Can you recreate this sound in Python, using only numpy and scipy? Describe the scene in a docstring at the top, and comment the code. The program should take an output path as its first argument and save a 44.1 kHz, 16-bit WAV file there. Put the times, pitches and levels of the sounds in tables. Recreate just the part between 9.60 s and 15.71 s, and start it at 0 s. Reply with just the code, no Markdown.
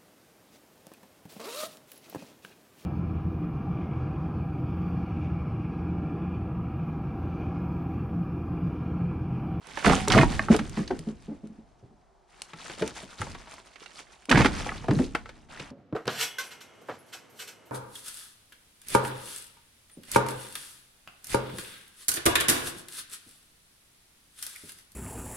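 """Firewood thrown into a steel cage

In a quiet yard, armfuls of split wood crash into a cage, tumble, settle and shed bark. Rough slabs
are dragged off a wooden rack before, between and after the throws. Struck wood and steel tubes are
sums of decaying modes; crunching faces and snapping bark are bursts of coloured noise, and rubbing
and crumbling are many tiny ticks. Low noise is the shaken ground, and the still air lies under it
all. Close reflections and a long faint tail from the pine forest answer the work."""
import sys
import numpy as np
from scipy import signal
from scipy.fft import rfft, irfft, next_fast_len
from scipy.io import wavfile
from scipy.ndimage import map_coordinates

SR = 44100
rng = np.random.default_rng(int(sys.argv[2]) if len(sys.argv) > 2 else 0)


def log_audio(samples):
    """Write samples as a 16-bit WAV file to the path given in sys.argv[1]."""
    # one column per channel
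    frames = np.atleast_2d(samples).T
    # limit to full scale, then quantise
    limited = np.clip(frames, -1, 1)
    pcm = np.round(limited * 32767).astype(np.int16)
    wavfile.write(sys.argv[1], SR, pcm)


N = 269451
RING = np.arange(SR // 4) / SR  # time after a blow [s]
POWER_STEP = 32  # samples between the points of a movement's power curve


def amp(db):
    """Decibels to amplitude."""
    return 10 ** (np.asarray(db) / 20)


def unit(x):
    """Scale to rms 1."""
    return x / np.sqrt(np.mean(x ** 2) + 1e-20)


def peaked(x):
    """Scale to peak 1."""
    return x / np.abs(x).max()


def along(points, hz):
    """Read (frequency, value) points on a log frequency axis."""
    f, v = np.transpose(points)
    return np.interp(np.log(hz + 1), np.log(f + 1), v)


def curves(rows):
    """One value per sample for each column after the time."""
    s, *cols = np.transpose(rows)
    return [np.interp(np.arange(N) / SR, s, c) for c in cols]


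def filtered(x, response):
    """Multiply the spectrum of x by a response of frequency."""
    n = x.shape[-1]
    m = next_fast_len(n + 8192)
    spectrum = rfft(x, m) * response(np.fft.rfftfreq(m, 1 / SR))
    return irfft(spectrum, m)[..., :n]


# How alike left and right are: (frequency [Hz], correlation [-1 to 1])
LIKENESS = [(40, 0.089), (130, 0.41), (300, 1), (700, 0.31), (2300, 0.88), (4500, 0.91), (8000, 0.045),
            (14000, -0.32)]


def spread(pair, spectrum):
    """Two unrelated signals become coloured stereo of rms 1; mid against side sets the likeness."""
    def mid_side(hz):
        turn = np.arccos(np.clip(along(LIKENESS, hz), -1, 1)) / 2
        return amp(along(spectrum, hz)) * [np.cos(turn), np.sin(turn)]

    mid, side = filtered(pair, mid_side)
    return unit(np.array([mid + side, mid - side]))


def noise(spectrum, size):
    """Coloured stereo noise of rms 1."""
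    return spread(rng.standard_normal((2, size)), spectrum)


def fade(t60, attack):
    """The envelope of one blow; both times in seconds."""
    return amp(-60 * RING / max(t60, .003)) * (1 - np.exp(-RING / max(attack, 1 / SR)))


def add(track, s, sound):
    """Mix a sound into a stereo track at time s."""
    part = track[:, max(round(s * SR), 0):][:, :sound.shape[-1]]
    part += sound[..., :part.shape[1]]


def wobble(rate):
    """A smooth random curve, rate knots a second."""
    knots = rng.standard_normal(int(N * rate / SR) + 4)
    return map_coordinates(knots, [np.arange(N) * rate / SR])


# Where the handled wood is heard: (time [s], left over right [dB])
HANDLING_PLACE = [(.2, -7), (.6, -3.5), (1.3, -1), (3.2, 1.5), (3.9, 0.5), (4.3, -9), (5.1, 0), (5.3, 0)]


def placed(x):
    """The handling moves between the right and the middle, at moments a little to the left."""
    pan_db, = curves(HANDLING_PLACE)
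    return x * amp([pan_db / 2, -pan_db / 2])


def power(start, end, attack, db_per_s):
    """Power of a movement: it builds from start, holds until end, then dies away."""
    t = np.arange(0, N, POWER_STEP) / SR
    build = 1 - np.exp(-np.maximum(t - start, 0) / attack)
    decay = amp(-db_per_s * np.maximum(t - end, 0))
    return (build * decay) ** 2


def level(powers):
    """The gain per sample of several movements together."""
    return np.interp(np.arange(N), np.arange(0, N, POWER_STEP), np.sqrt(sum(powers)))


# The still air of the yard: (frequency [Hz], relative level [dB])
AIR_SPECTRUM = [(15, -45), (25, -7), (54, 0), (106, -40.5), (301, -35), (363, -5.5), (427, -12.5),
                (488, -19.5), (691, -6.5), (1150, -18), (2630, -32), (5570, -33.5), (15000, -43.5)]


def still_air():
    """The quiet yard is a faint steady bed of coloured noise."""
    return amp(-64.5) * noise(AIR_SPECTRUM, N)


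STROKE_SWELL, STROKE_FADE = 0.25, 3.7  # attack and t60 of a stroke, as multiples of its length


def stroke(start, end):
    """Power of one pull: the longer it is, the more slowly it gathers and loses speed."""
    length = abs(end - start) + 1 / SR
    return power(start, end, STROKE_SWELL * length, 60 / (STROKE_FADE * length))


LANDING_ATTACK_S = 0.0044
FALL_DB_PER_S = 174.5  # the load comes to rest quickly once the last piece is down ...
CREEP_DB, CREEP_DB_PER_S = -5.5, 25  # ... but a part of it creeps on and dies away slowly


def settling(start, end, creep_db, db_per_s):
    """Power of a landing armful: a short fall, then a long creep."""
    fall = power(start, end, LANDING_ATTACK_S, FALL_DB_PER_S)
    creep = power(start, end, LANDING_ATTACK_S, db_per_s)
    return fall + amp(creep_db) ** 2 * creep


def grains(spectrum, hz, rate, scatter_db):
    """Tiny fractures of uneven size and pitch, each dead within a few cycles, over a softer hiss."""
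    count = int(rate * N / SR)
    t = RING[:SR // 200]
    start = rng.integers(0, N, count)
    pitch, left, right = rng.standard_normal((count, 3)).T[..., None]
    size = amp(scatter_db * np.minimum(rng.exponential(size=(count, 1)), 3))
    cycles = np.minimum(hz * 2 ** (.7 * pitch), SR / 3) * t
    ticks = size * np.sin(2 * np.pi * cycles) * np.exp(-cycles / 1.5)
    where = (start[:, None] + np.arange(len(t))).ravel()
    pair = np.array([np.bincount(where, (ticks * side).ravel())[:N] for side in (left, right)])
    hiss = amp(-4) * rng.standard_normal((2, N))
    return spread(unit(pair) + hiss, spectrum)


# Wood dragged, swung or slipping:
# (start [s], end [s], rubbing level [dB], crumbling bark level [dB])
STROKES = [(0, 0.114, -55.5, -61), (0.092, 0.284, -42, -45.5), (0.891, 0.932, -32.5, -37),
           (1.132, 1.198, -46, -51.5), (2.665, 2.899, -59.5, -62), (2.95, 3.122, -48, -49),
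           (3.102, 3.378, -49, -49.5), (3.572, 3.647, -45.5, -46), (3.62, 3.919, -53.5, -55),
           (4.05, 4.55, -60, -60.5), (4.331, 4.396, -56.5, -51), (4.921, 5.08, -40.5, -44.5),
           (5.315, 5.426, -66, -49), (5.883, 5.992, -46.5, -53), (6.05, 6.1, -55, -59)]
# Bursts of armfuls tumbling into the cage: (start [s], end [s], small-contact level [dB],
# steel ring level [dB], rubbing level [dB], crumbling bark level [dB], rumble level [dB])
LANDINGS = [(.25, 0.334, -21, -32, -34, -35.5, -29), (0.497, .615, -16.5, -35, -36.5, -38.5, -26.5),
            (4.709, 4.825, -20, -37.5, -36.5, -40.5, -29.5)]
# Sawn faces rubbing: (frequency [Hz], relative level [dB])
RUB_SPECTRUM = [(60, -19.5), (160, 4), (350, 0), (700, 0.5), (1500, -1.5), (2300, 0.5), (3500, -0.5),
                (7000, -30), (14000, -53.5)]
# Dry bark crumbling or snapping: (frequency [Hz], relative level [dB])
BARK_SPECTRUM = [(300, -39.5), (1200, -5.5), (2500, -3.5), (4800, -2.5), (7000, -3.5), (9300, -2.5),
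                 (15000, -14)]


def sliding():
    """Sawn faces catch and slip in jerks and dry bark crumbles, in every stroke and settling load."""
    moves = [(stroke(start, end), rub_db, bark_db) for start, end, rub_db, bark_db in STROKES]
    for start, end, _, _, rub_db, bark_db, _ in LANDINGS:
        moves.append((settling(start, end, CREEP_DB, CREEP_DB_PER_S), rub_db, bark_db))
    rubbing = level(move * amp(rub_db) ** 2 for move, rub_db, _ in moves)
    crumbling = level(move * amp(bark_db) ** 2 for move, _, bark_db in moves)
    jerk_db = 3.0 * wobble(30)
    rub = grains(RUB_SPECTRUM, hz=1800, rate=2400, scatter_db=2.0)
    bark = grains(BARK_SPECTRUM, hz=6500, rate=3000, scatter_db=4)
    return amp(jerk_db) * (rubbing * placed(rub) + crumbling * bark)


DRAG_SHAKE_DB = -9.5  # rumble of the stack under a stroke, against its rubbing
RUMBLE_CREEP_DB, RUMBLE_DB_PER_S = -7, 20.5  # slow part of a settling load's rumble
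# ground rumble against a slab of pitch SHAKE_HZ; higher-pitched, lighter slabs shake it less
SHAKE_DB, SHAKE_HZ, SHAKE_DB_PER_OCTAVE = -14, 122, -17.5
SHAKE_ATTACK_S, SHAKE_DB_PER_S = 0.044, 84.5
# The shaken stack and ground: (frequency [Hz], relative level [dB])
RUMBLE_SPECTRUM = [(15, -9.5), (35, 4), (75, -0.5), (130, -2.5), (250, -4.5), (500, -20.5), (2000, -91)]


def shaking():
    """The settling load rumbles deep down; every pull and each slab shakes the stack and the ground."""
    shakes = []
    for start, end, *_, db in LANDINGS:
        shakes.append(amp(db) ** 2 * settling(start, end, RUMBLE_CREEP_DB, RUMBLE_DB_PER_S))
    for start, end, rub_db, _ in STROKES:
        shakes.append(amp(rub_db + DRAG_SHAKE_DB) ** 2 * stroke(start, end))
    for s, db, hz, _ in SLAB_LANDINGS:
        shake_db = db + SHAKE_DB + SHAKE_DB_PER_OCTAVE * np.log2(hz / SHAKE_HZ)
        shakes.append(amp(shake_db) ** 2 * power(s, s, SHAKE_ATTACK_S, SHAKE_DB_PER_S))
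    return level(shakes) * noise(RUMBLE_SPECTRUM, N)


# How long the far trunks answer: (frequency [Hz], t60 [s])
FOREST_T60 = [(100, 1), (400, 1.2), (1500, 0.47), (4000, 0.82), (10000, 1.5)]
# Colour of the reflections, near and far: (frequency [Hz], relative level [dB])
ECHO_SPECTRUM = [(60, 1), (250, -29.5), (700, 4), (2000, 0), (6000, 5), (12000, -1.5)]


def forest(x):
    """Ground and shed reflect at once; the trunks scatter a long faint tail."""
    hz, t, z = signal.stft(rng.standard_normal((2, SR)), SR, nperseg=256)
    tail_db = along(ECHO_SPECTRUM, hz)[:, None] - 60 * t / along(FOREST_T60, hz)[:, None]
    tail = signal.istft(z * amp(tail_db), SR, nperseg=256)[1]
    near = noise(ECHO_SPECTRUM, len(RING)) * fade(t60=.15, attack=.015)

    def answer(h):
        return signal.fftconvolve(x, h / np.linalg.norm(h[0]), axes=1)[:, :N]

    return amp(-15) * answer(near) + amp(-26.5) * answer(tail)


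def wood(modes, hz, t60, attack, overtone_db, damping):
    """A struck piece: its higher modes die sooner, and no two pieces have quite the same shape."""
    ring = np.zeros(len(RING))
    variations = rng.standard_normal((len(modes), 2))
    for k, ((ratio, db), (shape, place)) in enumerate(zip(modes, variations)):
        detune = 1 + .06 * shape * np.log(ratio)
        # overtones tilt by octave; the weaker modes vary with the place of the blow
        mode_db = db + overtone_db * np.log2(max(ratio, 1)) + 2 * place * (db < -4)
        tone = np.sin(2 * np.pi * hz * ratio * detune * RING)
        ring += (-1) ** k * amp(mode_db) * tone * fade(t60 / ratio ** damping, attack)
    return peaked(ring)


# Modes of a short split piece: (multiple of its pitch [ratio], relative level [dB])
SPLIT_MODES = [(.34, -12.5), (.44, -15.5), (.62, -5), (.69, -14), (.87, -4), (1, 0), (1.17, -4.5),
               (1.37, -8), (1.62, -13.5), (2.1, -21), (2.6, -25.5)]
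# Rough faces crunching, for a piece of 1300 Hz: (frequency [Hz], relative level [dB])
CRUNCH_SPECTRUM = [(100, -23.5), (350, 2), (900, -6.5), (1900, 4), (3200, -5), (5500, -14), (9300, -23),
                   (15000, -25)]


def clack(hz, t60, crunch_db):
    """A short piece rings over the crunch of its rough faces; smaller pieces crunch higher."""
    ring = wood(SPLIT_MODES, hz, t60, attack=.0014, overtone_db=-2, damping=.5)
    colour = [(f * np.sqrt(hz / 1300), db) for f, db in CRUNCH_SPECTRUM]
    crunch_fade = fade(t60=0.037, attack=.001) + amp(-18.5) * fade(t60=.13, attack=.004)
    crunch = noise(colour, len(RING)) * crunch_fade
    return amp(-1) * ring + amp(crunch_db - 5) * crunch


CATCH_PER_S, CATCH_HZ = 14, 1745  # edges catching in a stroke, and their middle pitch
CATCH_DB, CATCH_SCATTER_DB = 7, 2.5  # level against the stroke's rubbing, and its spread each way


def catches():
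    """Rough edges catch and let go during the strokes, in small woody ticks of varied pitch."""
    out = np.zeros((2, N))
    for start, end, rub_db, _ in STROKES:
        count = int(CATCH_PER_S * abs(end - start))
        for when, force, piece in rng.uniform(-1, 1, (count, 3)):
            s = start + (end - start) * (.6 + .4 * when)
            tick = clack(CATCH_HZ * 2 ** piece, t60=.04, crunch_db=-5.5)
            add(out, s, amp(rub_db + CATCH_DB + CATCH_SCATTER_DB * force) * tick)
    return out


# Bark and splinters snapping: (time [s], level before a 2 dB lift [dB])
BARK_SNAPS = [(0.0704, -35), (0.4824, -14.5), (.964, -20.5), (1.0954, -33.5), (1.3909, -32), (1.623, -45.5),
              (1.872, -49), (2.819, -22.5), (3.277, -25.5), (3.6152, -26), (3.939, -37.5), (4.655, -33),
              (4.7011, -17)]


def snaps():
    """A brittle flake breaks within milliseconds, with a brief rustle after it."""
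    out = np.zeros((2, N))
    for s, db in BARK_SNAPS:
        envelope = fade(t60=0.0099, attack=0.00021) + amp(-16) * fade(t60=.04, attack=.001)
        burst = noise(BARK_SPECTRUM, len(RING)) * envelope
        add(out, s, amp(db + 2) * peaked(burst))
    return out


# a piece rings this many cycles after a 0 dB blow, twice as many when this much softer
RING_CYCLES, PINNED_DB = 31, 27.5
# Hard contacts of wood on wood:
# (time [s], level [dB], pitch of the piece [Hz], crunch of the faces before a 5 dB cut [dB])
HARD_CONTACTS = [(0.172, -25.5, 900, 3), (.245, -13.5, 1140, -2), (.263, -10.5, 1490, -11.5),
                 (.295, -14, 1206, 1), (.332, -12, 1190, -11.5), (.475, -20, 903, -1.5),
                 (0.501, -16, 3650, -6), (.52, -15.5, 4570, 3.5), (.576, -10, 1030, 0),
                 (0.586, -4.5, 1770, -13.5), (0.63, -8.5, 960, -10), (0.793, -9.5, 1806, -44),
                 (.884, -17.5, 1325, -20.5), (.944, -18.5, 718, 1), (0.99, -23, 1336, 1.5),
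                 (1.171, -32, 1053, 2), (1.277, -29.5, 4540, -5), (1.307, -21, 804, -8),
                 (2.933, -33.5, 1333, 1), (3.097, -35.5, 1296, 5.5), (3.221, -22.5, 1040, 1.5),
                 (3.616, -19.5, 1353, -8), (3.667, -32.5, 928, -4), (3.748, -34.5, 1133, 4.5),
                 (3.871, -41.5, 945, 1.5), (3.98, -41, 1020, 1.5), (4.157, -47, 1730, 11),
                 (4.259, -36.5, 2320, 1), (4.694, -19, 2410, 1), (4.713, -9.5, 1846, 2.5),
                 (4.725, -5.5, 1505, -15), (4.756, -13.5, 1680, -26), (4.773, -11.5, 950, 1.5),
                 (4.805, -12, 1230, -5.5), (4.846, -12, 1154, 0.5), (4.858, -13, 1418, 2),
                 (5.062, -23, 825, -31), (5.091, -20, 1960, -16.5), (5.118, -24, 1260, -23.5),
                 (5.241, -32.5, 742, -1.5), (5.283, -19.5, 682, -4.5), (5.308, -24, 907, 2),
                 (5.388, -31.5, 746, 6.5), (5.549, -22, 719, 8), (5.552, -19, 2310, -11),
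                 (5.657, -35, 1330, -2), (5.691, -37.5, 1480, 6), (5.997, -31.5, 2480, 4)]


def clacks():
    """Pieces strike the load, the rack and each other; small or hard-pressed ones ring shortest."""
    out = np.zeros((2, N))
    for s, db, hz, crunch_db in HARD_CONTACTS:
        t60 = RING_CYCLES / hz * 2 ** (-db / PINNED_DB)
        add(out, s, amp(db) * clack(hz, t60, crunch_db))
    return out


def tumble(count=13):
    """While an armful lands, its pieces jostle in a quick run of smaller contacts."""
    out = np.zeros((2, N))
    for start, end, db, *_ in LANDINGS:
        for k, (when, force, piece) in enumerate(rng.uniform(-1.2, 1, (count, 3))):
            s = start + (end - start) * (k + .5 + when / 2) / count
            contact = clack(1200 * 2 ** (.9 * piece), t60=0.074, crunch_db=-4)
            add(out, s, amp(db + 2.3 * force) * contact)
    return out


# Modes of the cage's steel tubes: (frequency [Hz], relative level [dB], t60 [s])
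TUBE_MODES = [(70.6, 5.5, 0.73), (198.4, 10, 0.68), (799, 2, 0.6), (751, 4.5, 0.8), (1007, -6.5, .4),
              (1750, -17.5, .6), (2345, -8, .6), (3460, -10.5, 0.5)]


def cage():
    """The steel tubes swell as each armful lands and ring on after it."""
    out = np.zeros((2, N))
    age = np.arange(SR) / SR
    for start, _, _, steel_db, *_ in LANDINGS:
        tubes = np.zeros(SR)
        for hz, mode_db, t60 in TUBE_MODES:
            tubes += amp(mode_db - 60 * age / t60) * np.sin(2 * np.pi * (hz * age + rng.random()))
        add(out, start, amp(steel_db) * tubes * (1 - np.exp(-age / 0.026)))
    return out


# Bending modes of a long slab: (multiple of its pitch [ratio], relative level [dB])
SLAB_MODES = [(.52, -26.5), (.74, -6), (1, 5), (1.14, -11), (1.38, -4.5), (1.93, -8), (2.46, -13),
              (3.2, -13), (3.9, -18.5)]
# The dull push of a slab: (frequency [Hz], relative level [dB])
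PUSH_SPECTRUM = [(25, -20.5), (70, 2.5), (130, -17.5), (260, 6.5), (450, -2), (800, -17.5), (1600, -24),
                 (5000, -43.5), (15000, -75)]


def thud(hz, overtone_db, t60):
    """Long slabs meet softly, so their low bending modes swell over a dull push."""
    ring = wood(SLAB_MODES, hz, t60, attack=0.0063, overtone_db=overtone_db, damping=0.5)
    push = noise(PUSH_SPECTRUM, len(RING)) * fade(t60=0.23, attack=0.015)
    return amp(-2) * ring + amp(-12) * push


# ring of a slab after a 0 dB blow; it doubles when the blow is this much softer
SLAB_T60_S, SLAB_PINNED_DB = 0.075, 47
# Heavy slabs landing:
# (time [s], level [dB], pitch of the slab [Hz], overtone tilt [dB per octave])
SLAB_LANDINGS = [(0.268, -7.5, 211.5, 9), (.3, -10, 189, 6), (0.334, -17.5, 191, -8), (.476, -21, 403, -1),
                 (0.491, -18, 128.6, 9), (0.547, -8, 123.3, 6), (0.564, -6, 206.5, 10),
                 (.595, -6, 144.3, 4.5), (.901, -2.5, 224.5, -1.5), (.943, -17.5, 421.5, -10),
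                 (0.992, -20.5, 218, -9), (1.085, -31.5, 135, -10), (1.195, -20.5, 189, -3),
                 (1.304, -15, 370, 1), (1.391, -30.5, 160, 4), (1.711, -27, 287, -2.5),
                 (1.895, -34.5, 216.6, -11), (1.98, -39, 221.4, -7), (2.227, -40.5, 121.8, 7),
                 (2.307, -47.5, 223, 1), (2.934, -41.5, 163.6, -5), (3.096, -36, 156, 15),
                 (3.211, -23, 182.3, 6), (3.222, -15.5, 437, 2.5), (3.427, -34.5, 190, 8),
                 (3.6, -26.5, 106.3, 3), (3.691, -43.5, 87, -14.5), (4.686, -22, 287, 6),
                 (4.706, -10.5, 252, 8), (4.743, -9.5, 151.7, 2.5), (4.771, -12.5, 265.4, -27),
                 (4.794, -9.5, 133.5, 6.5), (4.849, -10, 269.5, 4.5), (5.283, -17, 376, 2.5),
                 (5.291, -12.5, 133.7, 4), (5.308, -13, 297.5, -12), (5.321, -15, 199, -6),
                 (5.364, -16.5, 150, -3), (5.394, -11, 251.5, -0.5), (5.997, -32.5, 144.4, 11.5)]


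def thuds():
    """Slabs land on the load or the rack; the harder they press, the sooner they are still."""
    out = np.zeros((2, N))
    for s, db, hz, overtone_db in SLAB_LANDINGS:
        t60 = SLAB_T60_S * 2 ** (-db / SLAB_PINNED_DB)
        add(out, s, amp(db) * thud(hz, overtone_db, t60))
    return out


ROCK_START_S, ROCK_GAP_S, ROCK_SHRINK = 1.171, .298, .712  # each gap is this fraction of the last
ROCK_DB, ROCK_LOSS_DB = -18, 4  # first contact, and the loss at each one after it
ROCK_HZ, ROCK_OVERTONE_DB, ROCK_T60_S = 217, -0.5, 0.18


def rocking(count=4):
    """A slab on top of the first armful tips to and fro, ever faster and softer."""
    out = np.zeros((2, N))
    for k in range(count):
        s = ROCK_START_S + ROCK_GAP_S * (1 - ROCK_SHRINK ** k) / (1 - ROCK_SHRINK)
        contact = thud(ROCK_HZ, ROCK_OVERTONE_DB, ROCK_T60_S)
        add(out, s, amp(ROCK_DB - ROCK_LOSS_DB * k) * contact)
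    return out


def scene():
    """All the handling, its answer from the forest, the ground rumble and the still air."""
    handling = placed(clacks() + tumble() + catches() + cage())
    work = handling + thuds() + rocking() + snaps() + sliding()
    return work + forest(work) + shaking() + still_air()


TOP_HZ = 15700  # band limit
# Treble roll-off of the microphone: (frequency [Hz], level [dB])
MIC_RESPONSE = [(9600, 1), (11500, -7), (15000, -15.5)]


def record(dry):
    """The camera's microphone dulls the top treble; nothing above the band limit is kept."""
    return filtered(dry, lambda hz: amp(along(MIC_RESPONSE, hz)) * (hz < TOP_HZ))


dry = scene()
out = record(dry)
log_audio(out)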